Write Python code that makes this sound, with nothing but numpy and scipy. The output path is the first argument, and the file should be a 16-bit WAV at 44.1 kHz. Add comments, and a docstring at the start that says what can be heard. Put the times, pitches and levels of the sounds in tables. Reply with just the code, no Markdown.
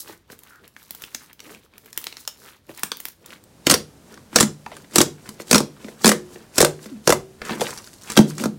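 """Two hands knead a wet slime on a table: filtered ruptures squelch and crackle, and small air bubbles snap.
Then fingers sink into a thick, fluffy slime and pull out seven times; each hole opens with loud suction pops,
made of a rip of noise, a falling cavity note and a thud, and a hollow note lingers after the last three pulls.
The slab is peeled off the table and flopped over. A soft hush runs throughout; in the thick slime's part the
small room also rings low, and the close microphone overloads on the loudest pops."""
import sys
import numpy as np
from scipy import signal
from scipy.fft import rfft, irfft
from scipy.io import wavfile
from scipy.ndimage import uniform_filter1d

SR = 44100
rng = np.random.default_rng(int(sys.argv[2]) if len(sys.argv) > 2 else 0)


def persist_wave(psi):
    """Save psi, clipped to +-1, as 16-bit WAV."""
    counts = np.round(np.clip(psi, -1, 1) * 32767).astype(np.int16)
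    wavfile.write(sys.argv[1], SR, np.atleast_2d(counts).T)


N = 378378

# Suction pops and slaps, with levels before the common gains of the layers that use them.
# Each row: start in seconds, tear level in dB, tear pitch in Hz, cavity level in dB, cavity pitch in Hz.
SUCTION_POPS = [(3.6678, -8.5, 2600, -11.5, 320), (3.6986, -6, 5260, -16.5, 365),
                (3.7097, -8.5, 7900, -20.5, 478), (3.714, -8.5, 8660, -19, 484),
                (3.7215, -17, 6050, -14.5, 294), (3.74, -8, 5245, -14.5, 454), (4.359, -2, 6150, -13, 513),
                (4.3853, -13, 2200, -22, 486), (4.401, -12.5, 7300, -21, 530),
                (4.4064, -6.5, 7250, -12, 348), (4.427, -13.5, 7120, -15.5, 248),
                (4.9576, -6, 9040, -11, 333), (4.9824, -3.5, 6810, -10.5, 285),
                (5.004, -11, 3320, -8.5, 335), (5.0136, -8.5, 6530, -36, 474), (5.5113, -9, 8030, -14, 309),
                (5.5289, -6, 7380, -9.5, 214), (5.545, -7.5, 4970, -11, 223),
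                (5.5555, -7.5, 5460, -11, 426), (5.58, -11, 5490, -29, 203), (5.603, -24, 1060, -16, 325),
                (6.0444, -7.5, 4125, -7, 228), (6.057, -6, 8000, -19, 313), (6.066, -9, 6210, -8, 212),
                (6.0765, -7, 7980, -10, 391), (6.0913, -8, 7860, -14, 473),
                (6.116, -11.5, 1440, -13.5, 443), (6.581, -7, 6440, -13.5, 289),
                (6.585, -14.5, 5710, -17.5, 344), (6.6033, -9.5, 1166, -6, 424),
                (6.605, -10.5, 9000, -19, 430), (6.6137, -6, 6670, -21, 366), (6.626, -12, 7110, -5.5, 399),
                (6.6469, -9, 8300, -12, 530), (7.0744, -8.5, 6300, -7, 400), (7.0927, -14, 6520, -7, 410),
                (7.103, -9, 1360, -12.5, 427), (7.1233, -11.5, 1924, -10, 574),
                (7.608, -22, 3310, -22.5, 460), (7.614, -21.5, 3700, -12.5, 502),
                (8.167, -16, 1150, -17, 418), (8.1737, -5.5, 3300, -6.5, 279.6),
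                (8.189, -15.5, 1310, -1.5, 190), (8.438, -22, 1640, -21, 184),
                (8.456, -23.5, 1100, -12, 205)]
# Spectrum of a rip in the thick film. Each row: frequency in Hz, relative density in dB per Hz.
THICK_TEAR_COLOUR = [(300, 1.5), (780, -5), (1250, 6), (2500, -2.5), (5000, 1), (8500, -1), (11000, -5.5),
                     (15500, -16)]
# The thick slime takes over from the wet one between these times in seconds.
CHANGE_START_S, CHANGE_END_S = 3.08, 3.62


def from_db(db):
    """Level to amplitude: 20 dB is a factor of ten."""
    return 10 ** (np.asarray(db) / 20)


def rms_one(x):
    """Normalisation of effective value: scale to an rms of 1."""
    return x / np.sqrt(np.mean(x ** 2) + 1e-20)


def at_hz(points, hz):
    """Logarithmic frequency scale: interpolate a table evenly per octave."""
    frequencies, values = np.transpose(points)
    return np.interp(np.log(np.maximum(hz, 1)), np.log(frequencies), values)


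def coloured(x, spectrum):
    """Minimum-phase filtering: the folded cepstrum of a spectrum gives a causal response; rms 1."""
    size = 4096
    gain = from_db(at_hz(spectrum, np.fft.rfftfreq(size, 1 / SR)))
    cepstrum = irfft(np.log(gain))
    folded = np.r_[cepstrum[0], 2 * cepstrum[1:size // 2]]
    response = irfft(np.exp(rfft(folded, size)))
    return rms_one(signal.fftconvolve(x, response)[:len(x)])


def drift(rate):
    """Slow random modulation: straight lines join `rate` random levels a second; rms 1."""
    knots = rng.standard_normal(int(N / SR * rate) + 2)
    return rms_one(np.interp(np.arange(N) / SR * rate, np.arange(len(knots)), knots))


def resonance(x, hz, width):
    """Damped oscillator: a two-pole resonance, bandwidth in Hz, with a gain of 1 at its peak."""
    radius = np.exp(-np.pi * width / SR)
    feedforward = np.array([1, 0, -1]) * (1 - radius ** 2) / 2
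    feedback = [1, -2 * radius * np.cos(2 * np.pi * hz / SR), radius ** 2]
    return signal.lfilter(feedforward, feedback, x + 1e-18)


def add(out, s, sound):
    """Superposition: mix a sound into out from time s."""
    start = max(round(s * SR), 0)
    out[start:start + len(sound)] += sound[:max(N - start, 0)]


def hush(thick):
    """Stationary noise: one shaped background crossfades into another."""
    # Background spectra. Each row: frequency in Hz, relative density in dB per Hz.
    wet_colour = [(25, -20), (60, 5.5), (150, 3), (900, -15), (4000, -19.5), (15500, -38)]
    thick_colour = [(25, -21.5), (70, -5), (170, -2), (450, -9.5), (1100, -18.5), (2500, -24.5),
                    (9000, -26.5), (15500, -34.5)]
    wet_hush = from_db(-61.5) * coloured(rng.standard_normal(N), wet_colour)
    thick_hush = from_db(-51) * coloured(rng.standard_normal(N), thick_colour)
    return (1 - thick) * wet_hush + thick * thick_hush


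def reflections(near_db, tail_db, bass_db, count=9):
    """Reverberation: quick reflections off table and hands, then a diffuse tail decaying band by band."""
    # Room decay. Each row: frequency in Hz, time to fall by 60 dB in seconds.
    decay_times = [(150, 0.44), (700, 0.21), (5000, 0.24), (13000, 0.19)]
    t = np.arange(SR // 2) / SR
    hz = np.fft.rfftfreq(len(t), 1 / SR)
    white = rfft(rng.standard_normal(len(t)))
    centres = np.geomspace(80, 15000, count)
    tail = 0
    for centre, share in zip(centres, np.eye(count)):
        band = irfft(white * at_hz(np.c_[centres, share], hz), len(t))
        lift_db = bass_db * (centre < 1000)
        tail = tail + band * from_db(lift_db - 60 * t / at_hz(decay_times, centre))
    tail = tail * (1 - np.exp(-(t / 0.003) ** 2))
    near = rng.standard_normal(len(t)) * (t > .001) * np.exp(-t / 0.0057)
    return from_db(near_db) * near / np.linalg.norm(near) + from_db(tail_db) * tail / np.linalg.norm(tail)


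def room(x, near_db, tail_db, bass_db, count=2):
    """Impulse-response convolution: the source wanders between places with reflections of their own."""
    shares = np.array([drift(rate=40) for _ in range(count)])
    shares = shares / np.linalg.norm(shares, axis=0)
    wet = 0
    for share in shares:
        wet = wet + signal.oaconvolve(x * share, reflections(near_db, tail_db, bass_db))[:N]
    return x + wet


def standing_waves(x):
    """Room modes: loud pops leave the room's low notes humming."""
    # Each row: frequency in Hz, gain at resonance in dB, time to fall by 60 dB in seconds.
    modes = [(149.5, 8.5, 0.56), (213.7, 12, 0.19), (341.6, 0, 0.19), (485.3, 1, 0.26), (599, -1.5, 0.18)]
    hum = 0
    for hz, db, t60 in modes:
        hum = hum + from_db(db) * resonance(x, hz, width=np.log(1000) / np.pi / t60)
    return hum


def hollow():
    """Free decay: something hollow rings on after the last three pulls, building up and dying away."""
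    # Each row: start in seconds, pitch in Hz, level in dB, time to fall by 60 dB in seconds.
    notes = [(6.09, 361, -26, 0.54), (6.63, 375.4, -31.5, 0.63), (7.12, 381, -32, .62)]
    out, t = np.zeros(N), np.arange(SR) / SR
    for s, hz, db, t60 in notes:
        envelope = from_db(db - 60 * t / t60) * (1 - np.exp(-t / .02))
        add(out, s, np.sqrt(2) * envelope * np.sin(2 * np.pi * hz * t))
    return out


def grains(per_s, spread_db):
    """Random point process: tiny ruptures of uneven size strike at random moments."""
    sizes = from_db(spread_db * np.minimum(rng.exponential(1, N), 4))
    signs = rng.choice([-1, 1], N)
    return sizes * signs * (rng.random(N) < per_s / SR)


def foam(per_s, spread_db, low_hz, high_hz, cycles, count=18):
    """Impulse excitation: each rupture rings a pore, one of `count` sizes, for a few cycles; rms 1."""
    clicks = grains(per_s, spread_db)
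    dealt = rng.integers(0, count, N)
    ringing = 0
    for k, hz in enumerate(np.geomspace(low_hz, high_hz, count)):
        ringing = ringing + resonance(clicks * (dealt == k), hz, hz / cycles)
    return rms_one(ringing)


def rub():
    """Stick-slip friction: skin slips over the slime in tiny jerks that ring one narrow resonance."""
    # Each row: time at the height in seconds, swell length in seconds, level in dB, pitch in Hz, width in Hz.
    strokes = [(.54, 0.054, -50.5, 1410, 230), (7.5, 0.057, -36.5, 1420, 560)]
    out, t = 0, np.arange(N) / SR
    for s, length, level_db, hz, width in strokes:
        jerks = grains(per_s=2200, spread_db=2.5)
        slips = rms_one(resonance(resonance(jerks, hz, 2 * width), hz, 2 * width))
        out = out + from_db(level_db) * slips * np.exp(-((t - s) / length) ** 2)
    return out


def gulp():
    """Cavity resonance: a pocket of air widens around a sinking finger, so its note falls."""
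    start_s, length_s, level_db, start_hz = 6.914, .055, -35, 315
    age = np.maximum(np.arange(N) / SR - start_s, 0) / length_s
    phase = 2 * np.pi * np.cumsum(start_hz * np.exp(-.5 * age)) / SR
    envelope = np.minimum(10 * age, 1) * np.exp(-age ** 2)
    return from_db(level_db) * envelope * np.sin(phase)


def handwork():
    """Addition of powers: moves of hands and film swell and fade; sums drive press, squelch and crackle."""
    # The fading end of a snap, then squeezes, grips and folds, before the layer gains. Each row: time at the
    # height in seconds, length in seconds, pressing level in dB, squelching level in dB, crackling level in dB.
    squeezes = [(0.005, 0.045, -58, -50, -32.5), (0.097, 0.092, -44.5, -44.5, -44),
                (0.325, 0.036, -43, -45, -44), (0.487, 0.23, -58, -57, -56),
                (0.646, 0.074, -52.5, -55, -60), (0.827, 0.11, -63, -56.5, -51.5),
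                (1.035, 0.21, -54.5, -51, -47), (1.145, 0.039, -58, -51, -45),
                (1.225, 0.1, -56, -52.5, -49), (1.304, 0.032, -57, -49, -60),
                (1.506, 0.11, -42.5, -45, -45.5), (1.651, .04, -56, -54.5, -57.5),
                (1.759, 0.057, -52.5, -55, -69), (1.866, 0.065, -52, -59, -57),
                (2.06, 0.34, -55.5, -54.5, -49.5), (2.21, 0.07, -61, -58, -45),
                (2.462, 0.16, -51, -49, -48), (2.703, 0.03, -38.5, -45.5, -44.5),
                (2.797, 0.14, -62, -50.5, -46.5), (3.04, 0.16, -57, -54.5, -47.5),
                (3.225, .05, -51, -66, -61), (3.321, 0.1, -46.5, -47.5, -49),
                (5.412, 0.03, -43, -38.5, -41), (7.468, 0.063, -40, -42, -44.5),
                (7.523, 0.094, -29.5, -35, -41.5), (8.115, 0.11, -46, -39, -37),
                (8.3, 0.067, -52, -48, -42), (8.419, .06, -28, -35, -32)]
    # Fingers sinking into the thick slime. 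Each row: time at the height in seconds, level in dB before the mix.
    pokes = [(4.12, -55), (4.75, -50.5), (5.27, -51), (5.86, -48), (6.34, -49), (6.841, -49)]
    # Film straining as fingers start to lift. Each row: time at the height in seconds, level in dB before the mix.
    strains = [(3.669, -49), (4.359, -36), (4.958, -32.5), (5.51, -33), (6.044, -31.5), (6.58, -32.5),
               (7.074, -40.5)]
    rise_share = 0.53   # part of a row's length spent building up
    swell_shape = 1.35   # 1 is pointed, 2 is round
    # each move: time at the height (s), rise (s), fall (s), levels of (pressing, squelching, crackling) in dB
    moves = [(s, length * rise_share, length * (1 - rise_share), mix) for s, length, *mix in squeezes]
    moves += [(s, 0.067, 0.085, np.add((3.6, -0.74, -1), db)) for s, db in pokes]
    moves += [(s, 0.023, 0.027, np.add((-4.5, -1.5, 0), db)) for s, db in strains]
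    # shreds of film part after every pop, at levels set against its tear
    moves += [(s, 0.0026, 0.019, np.add((-21.5, -20, -16), db)) for s, db, *_ in SUCTION_POPS]
    peel = (7.63, 0.035, 0.11, (-39, -35.5, -33.5))   # the slab comes off the table
    stretch = (7.87, .11, .22, (-73, -69, -50))
    moves += [peel, stretch]
    t, power = np.arange(0, N / SR, .001), 0
    for s, rise, fall, mix in moves:
        swell = np.exp(-np.maximum((s - t) / rise, (t - s) / fall) ** swell_shape)
        power = power + np.outer(from_db(mix), swell) ** 2
    return [np.interp(np.arange(N) / SR, t, np.sqrt(p)) for p in power]


def kneading(thick):
    """Granular excitation: palms press dully, wet folds squelch, sticky threads crackle and tick as they part."""
    # Spectra of the layers. Each row: frequency in Hz, relative density in dB per Hz.
    press_colour = [(45, -24), (190, -1), (450, 1), (750, -10), (1500, -32)]
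    squelch_colour = [(400, -16.5), (900, 0), (1400, 0), (2300, -3.5), (3800, -6), (7000, -25.5)]
    wet_crackle_colour = [(1800, -30), (4000, 1.5), (8000, -0.5), (13000, 0.5)]
    thick_crackle_colour = [(2000, -20.5), (4500, -1), (7500, -0.5), (10000, -4.5), (15500, -11)]
    pressing, squelching, crackling = handwork()
    press = pressing * from_db(-3.5) * coloured(grains(per_s=1300, spread_db=-1.5), press_colour)
    pores = foam(per_s=1100, spread_db=4.5, low_hz=749, high_hz=5530, cycles=2.9)
    squelch = squelching * from_db(-1.5 + 3.0 * drift(rate=60)) * coloured(pores, squelch_colour)
    threads = foam(per_s=3200, spread_db=1.5, low_hz=3200, high_hz=16000, cycles=3)
    # now and then a thicker thread lets go with a tick about a millisecond long
    tick_decay = np.exp(-1 / (.0008 * SR))
    ticks = signal.lfilter([1], [1, -tick_decay], np.abs(grains(per_s=40, spread_db=2)) + 1e-18)
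    threads = threads + .8 * rms_one(ticks * rng.standard_normal(N))
    wet_crackle = (1 - thick) * coloured(threads, wet_crackle_colour)
    crackle = wet_crackle + thick * coloured(threads, thick_crackle_colour)
    return press + squelch + crackling * from_db(-1.5 + 2.0 * drift(rate=72)) * crackle


def ragged(size, rough_db):
    """Intermittent fracture: a film gives way strand by strand, as noise of jumping strength."""
    strength = rms_one(uniform_filter1d(rng.standard_normal(size), size=12))
    return rng.standard_normal(size) * from_db(rough_db * np.clip(strength, -2, 2))


def tear(noise, t, hz, length, whistle, fall, fizz_db, fizz_s):
    """Jet noise: air rushes through a slit whose pitch drops as it widens; the torn edge fizzes on."""
    pitch = np.minimum(hz * np.exp(fall * (.5 - np.minimum(t / length, 2))), .4 * SR)
    # a random walk of phase roughens the whistle
    wobble = np.cumsum(rng.standard_normal(len(t))) * np.sqrt(hz / SR) * 1.085
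    slit = np.sqrt(2) * np.sin(2 * np.pi * np.cumsum(pitch) / SR + wobble)
    rush = np.exp(-(t / length) ** 2) * (noise + whistle * slit) / np.hypot(1, whistle)
    fizz = from_db(fizz_db) * np.exp(-t / fizz_s) * noise[::-1]
    return (1 - np.exp(-t / 0.00067)) * (rush + fizz)


def cavity(t, hz, opening, start_hz, cycles, sag):
    """Cavity resonance: the air pocket's note plunges as the hole opens, then sags and dies in a few cycles."""
    sagging = hz * (1 + sag * (2 * np.exp(-t / (2 * opening)) - 1))
    pitch = sagging + start_hz * np.exp(-t / (opening * 0.3055))
    swell = 1 - np.exp(-(t / (opening * 0.45)) ** 2)
    fade = np.exp(-np.maximum(t - opening * 1.58, 0) * hz / cycles)
    return np.sqrt(2) * swell * fade * np.sin(2 * np.pi * np.cumsum(pitch) / SR)


def snaps(size=2048):
    """Bubble bursting: surface bubbles mostly rip, buried air pockets mostly plop."""
    # Bubbles at the surface. 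Each row: start in seconds, tear level in dB before the gain, tear pitch in Hz.
    surface = [(0.3005, -35, 1460), (0.3899, -37.5, 13130), (0.4338, -37.5, 13300), (0.6774, -40, 10880),
               (0.7645, -33, 1940), (0.9073, -25.5, 13300), (0.9487, -30.5, 14200), (1.0203, -29.5, 13450),
               (1.038, -25.5, 3330), (1.1471, -18.5, 6216), (1.3297, -39, 13160), (1.3932, -39, 3200),
               (1.4026, -32.5, 5590), (1.5473, -33.5, 2880), (1.737, -43, 2500), (1.78, -39.5, 13380),
               (1.8585, -39, 13070), (1.929, -34.5, 6700), (1.9753, -17, 12490), (2.0145, -37, 9000),
               (2.0411, -27.5, 14200), (2.068, -22, 4940), (2.1252, -30.5, 3480), (2.1683, -29.5, 4490),
               (2.251, -40, 5200), (2.2759, -16, 6445), (2.7752, -33, 9500), (2.7933, -31, 13550),
               (2.8325, -19, 1605), (2.8331, -12.5, 8530), (2.9172, -16, 4400), (2.9189, -22.5, 1460),
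               (2.9693, -32, 12900), (3.0016, -27, 12700), (3.0531, -23, 12960), (3.084, -28.5, 12840),
               (3.26, -34, 10000), (3.305, -35, 2800), (3.438, -45, 11000), (4.1409, -42.5, 6400),
               (4.329, -37.5, 1200), (4.6619, -55, 2780), (4.7664, -38, 8420), (4.8445, -45, 1850),
               (5.29, -32.5, 10000), (6.7905, -44, 1800), (6.8576, -43.5, 4030), (7.4167, -27.5, 1960),
               (7.451, -34.5, 6980), (7.4938, -24.5, 1450), (7.7061, -32.5, 6930), (7.775, -32.5, 5450),
               (7.7848, -34, 5980), (7.8725, -43.5, 5050), (7.9306, -46.5, 8100), (8.1002, -23.5, 6870),
               (8.1186, -26.5, 9060), (8.1557, -30, 3880), (8.3808, -29, 7260)]
    # Buried pockets. Each row: start in seconds, cavity level in dB before the gain, cavity pitch in Hz.
    buried = [(0.0936, -36.5, 392), (0.2998, -44, 175), (2.6926, -34, 320), (2.835, -36.5, 189),
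              (4.174, -42.5, 1010), (4.329, -40.5, 240), (4.6619, -29, 830), (4.7162, -34.5, 630),
              (5.3988, -31, 366), (5.8445, -34, 226), (5.883, -33.5, 356), (6.358, -38, 332),
              (6.8577, -38.5, 221), (7.417, -34, 442), (7.5067, -23.5, 217), (7.5972, -27.5, 260)]
    # Spectrum of a rip in the wet film. Each row: frequency in Hz, relative density in dB per Hz.
    wet_tear_colour = [(300, -15.5), (1400, -2), (3000, 0.5), (6000, -1), (10000, -4), (15500, 4)]
    out, t = np.zeros(N), np.arange(size) / SR
    # a little hollow, of random pitch around 260 Hz, lies under each surface bubble
    bubbles = [(s, db, hz, db - 23, 260 * np.exp(rng.normal(0, .25))) for s, db, hz in surface]
    # a dull rip lies over each buried pocket
    bubbles += [(s, db - 3.5, 2200, db, hz) for s, db, hz in buried]
    strands = ragged(len(bubbles) * size, rough_db=5.5)
    wet = coloured(strands, wet_tear_colour).reshape(-1, size)
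    thick = coloured(strands, THICK_TEAR_COLOUR).reshape(-1, size)
    for k, (s, tear_db, tear_hz, cavity_db, cavity_hz) in enumerate(bubbles):
        noise, length = (wet[k], .0024) if s < CHANGE_END_S else (thick[k], .0035)
        # the noise of a rip is dull above 1.9 times its pitch
        top_hz = min(1.9 * tear_hz, SR / 2 - 1000)
        noise = signal.sosfilt(signal.butter(2, top_hz, fs=SR, output="sos"), noise)
        rip = tear(noise, t, tear_hz, length, whistle=0.73, fall=0.391, fizz_db=-13.5, fizz_s=0.0071)
        plop = cavity(t, cavity_hz, opening=0.00407, start_hz=2384, cycles=0.91, sag=0.25)
        add(out, s, from_db(tear_db + 5.5) * rip + from_db(cavity_db - 1) * plop)
    return out


def pops(size=3072):
    """Suction release: each hole lets go with a rip, a hollow plop and a thud of the mass; slaps work alike."""
    out, t = np.zeros(N), np.arange(size) / SR
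    air = coloured(ragged(len(SUCTION_POPS) * size, rough_db=4), THICK_TEAR_COLOUR).reshape(-1, size)
    thud_envelope = (1 - np.exp(-t / 0.0019)) * np.exp(-t / 0.0078)
    thud = from_db(-6.5) * np.sin(2 * np.pi * 165 * t) * thud_envelope
    for noise, (s, tear_db, tear_hz, cavity_db, cavity_hz) in zip(air, SUCTION_POPS):
        rip = tear(noise, t, tear_hz, length=0.003575, whistle=0.83, fall=0.325, fizz_db=-19.0, fizz_s=0.0075)
        plop = cavity(t, cavity_hz, opening=0.00398, start_hz=2600, cycles=1.11, sag=0.31)
        # holes with a higher note are smaller and shake the mass less: 8.5 dB per octave above 320 Hz
        shake = from_db(-8.5 * max(np.log2(cavity_hz / 320), 0))
        add(out, s, from_db(tear_db + 4.0) * rip + from_db(cavity_db - 3.5) * (plop + shake * thud))
    return out


def scene():
    """Superposition: both slimes, each in its room sound and over its own hush."""
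    thick = np.interp(np.arange(N) / SR, [CHANGE_START_S, CHANGE_END_S], [0, 1])
    # holes this small radiate hardly any deep bass
    holes = signal.sosfilt(signal.butter(2, 90, "high", fs=SR, output="sos"), pops())
    slime = holes + snaps() + kneading(thick) + rub() + gulp()
    first = room(slime * (1 - thick), near_db=-26.5, tail_db=-9.5, bass_db=0.0)
    second = room(slime * thick, near_db=-8, tail_db=-11.0, bass_db=4.0)
    second = second + standing_waves(slime * thick) + hollow()
    return (first + second + hush(thick))[None]


def record(dry):
    """Saturation and band limiting: the loudest pops flatten at full scale; a steep low-pass cuts the top."""
    flattened = dry / (1 + dry ** 6) ** (1 / 6)
    low_pass = signal.ellip(10, .1, 70, 16100, fs=SR, output="sos")   # ripple dB, rejection dB, edge Hz
    return signal.sosfilt(low_pass, flattened)


dry = scene()
out = record(dry)
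persist_wave(out)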